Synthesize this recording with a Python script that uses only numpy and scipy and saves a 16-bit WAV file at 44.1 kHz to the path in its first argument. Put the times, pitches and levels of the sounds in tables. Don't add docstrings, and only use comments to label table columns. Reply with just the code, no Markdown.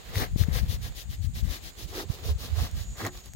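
import sys
import numpy as np
from scipy import signal
from scipy.fft import rfft, irfft
from scipy.io import wavfile
from scipy.ndimage import uniform_filter1d, map_coordinates

SR = 44100
rng = np.random.default_rng(int(sys.argv[2]) if len(sys.argv) > 2 else 0)


def store_pcm(level_fs):
    pcm = np.round(np.clip(level_fs, -1, 1) * 32767).astype(np.int16)
    wavfile.write(sys.argv[1], SR, np.atleast_2d(pcm).T)


N = 147735

# centre_s, level_db, pitch_hz, length_ms (before BUFFET_SPREAD), side (0 left, 1 right)
BUFFETS = [(0.172, -15.5, 93.4, 13, 0), (0.171, -20, 101, 14.4, 1), (0.222, -19.5, 116, 7.8, 0),
           (0.338, -22.5, 83, 16, 1), (0.361, -8, 109, 2.86, 0), (0.414, -5, 83, 7.7, 0),
           (0.451, -18, 82, 28, 0),(0.486, -8.5, 130, 3.35, 0), (0.537, -18.5, 66, 74, 0),
           (0.572, -11.5, 73.4, 7.9, 0), (0.632, -18, 66.5, 31, 0), (0.698, -14.5, 90.3, 16, 0),
           (1.099, -18.5, 60, 12.5, 0), (1.209, -19.5, 87, 30, 0), (1.246, -16.5, 86, 5.6, 0),
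           (1.272, -14.5, 84, 15.5, 0), (1.428, -21, 110.8, 18, 0), (1.5, -19, 69, 22, 0),
           (2.102, -11, 97, 5.5, 1), (2.267, -20.5, 93.5, 15, 1), (2.298, -16.5, 68.6, 21, 1),
           (2.317, -17, 77.4, 22, 0), (2.323, -18.5, 68, 32, 1), (2.359, -16.5, 73.6, 12, 0),
           (2.533, -15, 74.3, 27.6, 1), (2.583, -14.5, 88.7, 16.6, 1), (2.618, -18, 69, 20, 1),
           (2.741, -19.5, 73.5, 23, 1), (2.814, -20, 72, 12.5, 1)]
# time_s, level_db, left_minus_right_db
GUST = [(0, -43.5, -9), (.2, -36, 5.5), (.6, -29, 9), (.95, -36, -2.5), (1.3, -33.5, 8.5),
        (1.55, -36.5, 11), (1.75, -46, -1), (1.86, -40, -7), (2.05, -41.5, -4.5), (2.4, -35.5, 3),
        (2.65, -34.5, -2.5), (2.85, -38.5, 2.5), (3.07, -38, 2), (3.2, -50, 1), (3.35, -42, 22)]
# frequency_hz, relative_level_db (per Hz)
RUMBLE_TONE = [(22, -12), (40, 8.5), (60, 10), (100, 3.5), (200, -8.5), (400, -33.5), (900, -48.5)]
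# time_s, level_db
RUSTLE = [(0, -50), (.25, -46.5), (.33, -56.5), (.5, -51.5), (.68, -56), (.9, -57), (1.18, -57),
          (1.32, -59), (1.48, -55), (1.75, -57), (2.13, -54), (2.43, -51.5), (2.66, -48.5), (2.9, -54),
          (3.15, -57.5), (3.35, -59.5)]
# frequency_hz, relative_level_db (per Hz)
RUSTLE_TONE = [(200, -2), (700, -1), (1100, -7), (4200, -5), (5600, -13.5), (8500, -21.5), (13400, -16.5),
               (15800, -16)]
# time_s, level_db
CICADA = [(0, -66), (2.3, -63), (2.7, -59), (2.95, -54), (3.18, -59), (3.35, -61)]
# time_s, rate_hz
CLICK_RATE = [(0, 379), (.8, 388), (1.5, 397), (1.95, 400), (2.15, 387), (2.45, 375), (2.85, 364.7),
              (3.35, 363.5)]
# frequency_hz, relative_level_db
CICADA_BODY = [(6100, -16), (6550, -5), (6930, 0), (7400, -9), (8100, -15), (9000, -26)]
# frequency_hz, relative_level_db
CHORUS = [(6100, -20), (6700, 0), (7600, -8), (8200, -2), (9100, -20)]
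# centre_s, length_s, hiss_db, ring_db
SLIDES = [(0.095, 0.058, -57, -55), (0.198, 0.1, -36, -36), (0.409, 0.064, -39, -48),
          (0.487, 0.055, -56.5, -52), (0.567, 0.073, -37, -44), (0.63, 0.085, -58, -60),
          (0.724, 0.069, -39.5, -49.5), (0.855, 0.069, -43.5, -52.5), (.994, 0.071, -42.5, -57),
          (1.128, 0.06, -46.5, -56), (1.244, 0.046, -49, -63), (1.38, 0.062, -42.5, -53),
          (1.467, 0.061, -50.5, -56), (1.536, 0.078, -39.5, -48.5), (1.666, 0.072, -44, -56.5),
          (1.814, 0.076, -43.5, -53.5), (1.903, 0.056, -48, -58.5), (1.986, 0.088, -38, -41),
          (2.13, 0.067, -45, -53.5), (2.193, 0.047, -53.5, -60), (2.279, 0.08, -40.5, -46),
          (2.437, 0.087, -41.5, -50), (2.619, 0.11, -39, -44), (2.798, 0.083, -45, -54),
          (3.006, 0.061, -41.5, -43.5), (3.06, 0.05, -41, -36), (3.167, 0.084, -49, -56),
          (3.262, 0.057, -53, -60.5)]
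# frequency_hz, relative_level_db (per Hz)
HISS_TONE = [(290, -35), (500, -9.5), (853, -16.5), (1500, -18.5), (1660, -13), (3780, -2), (6540, -8),
             (7670, -16), (15800, -10.5)]
# pitch_hz, width_hz, relative_level_db
WALL_LOWER = [(217, 92, 0), (726, 155, -3), (1180, 230, -3.5)]
# pitch_hz, width_hz, relative_level_db
WALL_UPPER = [(1556, 100, -3), (1955, 345, 2)]
# time_s, air_pitch_hz, air_level_db, upper_wall_level_db
COLUMN = [(.2, 448, -5, -2.5), (.57, 483, -2, 0), (1.2, 378, -11.5, 1.5), (1.67, 277, 0, 0.5),
          (1.98, 375, 2, -4), (2.28, 447, 2, -16), (2.6, 440, -10, -5.5), (3.04, 319, -3.5, -3.5),
          (3.2, 360, -6.5, -6)]
# time_s, left_lead_samples, hiss_left_minus_right_db
BEARING = [(0, 23, 6.5), (.5, 13.4, 6.5), (1.9, 12.9, 1.5), (2.5, 5.5, 1.5), (3.35, 3.3, -1.5)]
# start_s, level_db, pitch_hz
SNAPS = [(0.1565, -21.5, 2040), (0.437, -28, 1780), (2.713, -38.5, 5470), (3.015, -29.5, 1560),
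         (3.0507, -21, 1990), (3.0655, -26, 6500), (3.072, -30, 4150), (3.175, -37, 4040),
         (3.2595, -43, 10600), (3.3357, -37.5, 6800)]
# pitch_hz, relative_level_db, time_to_fall_60_db_s
EMPTY = [(287, -1.5, 0.18), (360, -2, 0.3), (813, -5, 0.16), (1065, -6, 0.12)]

BUFFET_SPREAD, BUFFET_CUSP, BUFFET_SCATTER = 0.69, 1.22, 1
RUMBLE_FLUTTER_DB, RUSTLE_FLUTTER_DB = 5, 2.5
TICK_DB = 1.6
THROB_HZ, THROB_DEPTH, CLICK_JITTER = 60, .35, .002
FIRST_MULTIPLE, MULTIPLES = 16, 9
CHORUS_DB = -61.5
SLIDE_SQUARE, RING_SQUARE = 3.55, 2.4
SLIDE_ROUGH_DB, RING_ROUGH_DB = 1.15, 3
COLUMN_WIDTH_HZ = 95
TREBLE_PAN, RING_PAN = 1.82, 0.18
ALIKE, ALIKE_HZ = 0.52, 2730
SNAP_S = 0.001
THUD_S, THUD_HZ, THUD_DB, THUD_LENGTH_S = 3.05, 103, -30.5, 0.023
EMPTY_S, EMPTY_DB = 3.056, -36.5
TOP_HZ = 15850


def undb(db):
    return 10 ** (np.asarray(db) / 20)


def unit(x):
    return x / np.sqrt(np.mean(x ** 2))


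def seconds():
    return np.arange(N) / SR


def curve(table, col):
    rows = np.array(table, float)
    return np.interp(seconds(), rows[:, 0], rows[:, col])


def freqs():
    return np.arange(N // 2 + 1) * SR / N + 1e-9


def shape(x, gain):
    return irfft(rfft(x) * gain, N)


def colour(points):
    p = np.array(points, float)
    return undb(np.interp(np.log(freqs()), np.log(p[:, 0]), p[:, 1]))


def rings(modes):
    f = freqs()
    response = 0
    for k, (hz, width, db) in enumerate(modes):
        response = response + (-1) ** k * undb(db) / (1 + 1j * (f - hz * hz / f) / width)
    return response


def walk(rate):
    k = int(SR / rate)
    smooth = uniform_filter1d(rng.standard_normal(N), k)
    return unit(uniform_filter1d(smooth, k))


def grains(scatter_db):
    size_steps = np.minimum(rng.exponential(size=N // 32 + 1), 5)
    size = undb(scatter_db * np.repeat(size_steps, 32)[:N])
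    return rng.standard_normal((2, N)) * size


def two_mics(x, gain, pan_db):
    alike = ALIKE / np.sqrt(1 + (freqs() / ALIKE_HZ) ** 2)
    late = map_coordinates(x[0], [np.arange(N) - curve(BEARING, col=1)], mode="mirror")
    left = shape(x[0], gain)
    right = shape(late, gain * alike) + shape(x[1], gain * np.sqrt(1 - alike ** 2))
    return unit(np.array([left, right])) * undb(np.array([pan_db, -pan_db]) / 2)


def wind():
    thumps, t = np.zeros((2, N)), seconds()
    turn = BUFFET_SCATTER * rng.standard_normal((len(BUFFETS), 1))
    for (at, db, hz, ms, side), phase in zip(BUFFETS, turn):
        near = slice(max(int((at - .08) * SR), 0), int((at + .08) * SR))
        u = t[near] - at
        swell = np.exp(-np.abs(u / (BUFFET_SPREAD * ms / 1000)) ** BUFFET_CUSP)
        thumps[int(side > .5), near] -= undb(db) * swell * np.cos(2 * np.pi * hz * u + phase)
    rumble = np.zeros((2, N))
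    for side in range(2):
        flutter = undb(RUMBLE_FLUTTER_DB * walk(27.0))
        rumble[side] = unit(shape(rng.standard_normal(N) * flutter, colour(RUMBLE_TONE)))
    pan = curve(GUST, col=2)
    return thumps + rumble * undb(curve(GUST, col=1) + np.array([pan, -pan]) / 2)


def rustle():
    sides = []
    for grain in grains(TICK_DB):
        level_db = curve(RUSTLE, col=1) + RUSTLE_FLUTTER_DB * walk(7.2)
        sides.append(unit(shape(grain, colour(RUSTLE_TONE))) * undb(level_db))
    return np.array(sides)


def cicada():
    throb = 1 + THROB_DEPTH * np.sin(2 * np.pi * THROB_HZ * seconds() + .5 * walk(1.8))
    rate = curve(CLICK_RATE, col=1) * (1 + CLICK_JITTER * walk(58.2))
    phase = 2 * np.pi * np.cumsum(rate) / SR
    clicks = np.zeros(N)
    for k in range(MULTIPLES):
        drift = np.cumsum(walk(30)) * 70 / SR
        clicks += undb(2.7 * walk(8)) * np.cos((FIRST_MULTIPLE + k) * phase + drift)
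    near = unit(shape(clicks * throb, colour(CICADA_BODY))) * undb(curve(CICADA, col=1))
    chorus_gain = colour([(4000, -70), *CHORUS, (12000, -70)])
    far = unit(shape(rng.standard_normal((2, N)), chorus_gain))
    return near + far * undb(CHORUS_DB + 1.2 * walk(4.6))


def slides():
    t = seconds()
    hiss_power, ring_power, column = np.zeros((3, N))
    puff = rng.standard_normal(N) * undb(1.5 * walk(60))
    for at, length, hiss_db, ring_db in SLIDES:
        distance = np.abs(2 * (t - at) / length)
        speed = np.exp(-np.log(4) * distance ** SLIDE_SQUARE)
        press = np.exp(-np.log(4) * distance ** RING_SQUARE)
        hiss_power += speed * undb(2 * hiss_db)
        ring_power += press * undb(2 * ring_db)
        hz, column_db = (curve(COLUMN, col=c)[int(at * SR)] for c in (1, 2))
        peak = signal.iirpeak(hz, hz / COLUMN_WIDTH_HZ, fs=SR)
        drive = puff * np.sqrt(press * SR / (np.pi * COLUMN_WIDTH_HZ))
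        column += signal.lfilter(*peak, drive) * undb(ring_db + column_db)
    pan = curve(BEARING, col=2)
    low = 1 / (1 + (freqs() / 8500) ** 8)
    hiss_gain = colour(HISS_TONE)
    share = np.sqrt(np.mean(hiss_gain ** 2 * low ** 2) / np.mean(hiss_gain ** 2))
    grain = grains(SLIDE_ROUGH_DB)
    scrape = share * two_mics(grain, hiss_gain * low, pan)
    scrape += np.sqrt(1 - share ** 2) * two_mics(grain, hiss_gain * (1 - low), TREBLE_PAN * pan)
    knock = rng.standard_normal((2, N)) * undb(RING_ROUGH_DB * walk(98))
    wall = two_mics(knock, rings(WALL_LOWER), RING_PAN * pan)
    wall += undb(curve(COLUMN, col=3)) * two_mics(knock, rings(WALL_UPPER), RING_PAN * pan)
    return column + np.sqrt(hiss_power) * scrape + np.sqrt(ring_power) * wall


def snaps():
    out, t = np.zeros((2, N)), np.arange(400) / SR
    chance = rng.standard_normal((len(SNAPS), 400))
    for (at, db, hz), noise in zip(SNAPS, chance):
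        i = int(at * SR)
        crack = (np.sin(2 * np.pi * hz * t) + hz / 8000 * noise) * np.exp(-t / SNAP_S) * undb(db)
        out[:, i:i + 400] += crack[:N - i]
    return out


def thud():
    u = seconds() - THUD_S
    return undb(THUD_DB) * np.exp(-(u / THUD_LENGTH_S) ** 2) * np.cos(2 * np.pi * THUD_HZ * u)


def empty_pipe():
    u = np.maximum(seconds() - EMPTY_S, 0)
    ring = np.zeros(N)
    for hz, db, t60 in EMPTY:
        ring += undb(db - 60 * u / t60) * np.sin(2 * np.pi * hz * u)
    return ring * undb(EMPTY_DB + 1.3 * walk(28))


def scene():
    return wind() + rustle() + cicada() + slides() + snaps() + thud() + empty_pipe()


def record(dry):
    dry = signal.sosfilt(signal.butter(2, 30, "high", fs=SR, output="sos"), dry)
    return signal.sosfilt(signal.ellip(10, .2, 70, TOP_HZ, fs=SR, output="sos"), dry)


dry = scene()
out = record(dry)
store_pcm(out)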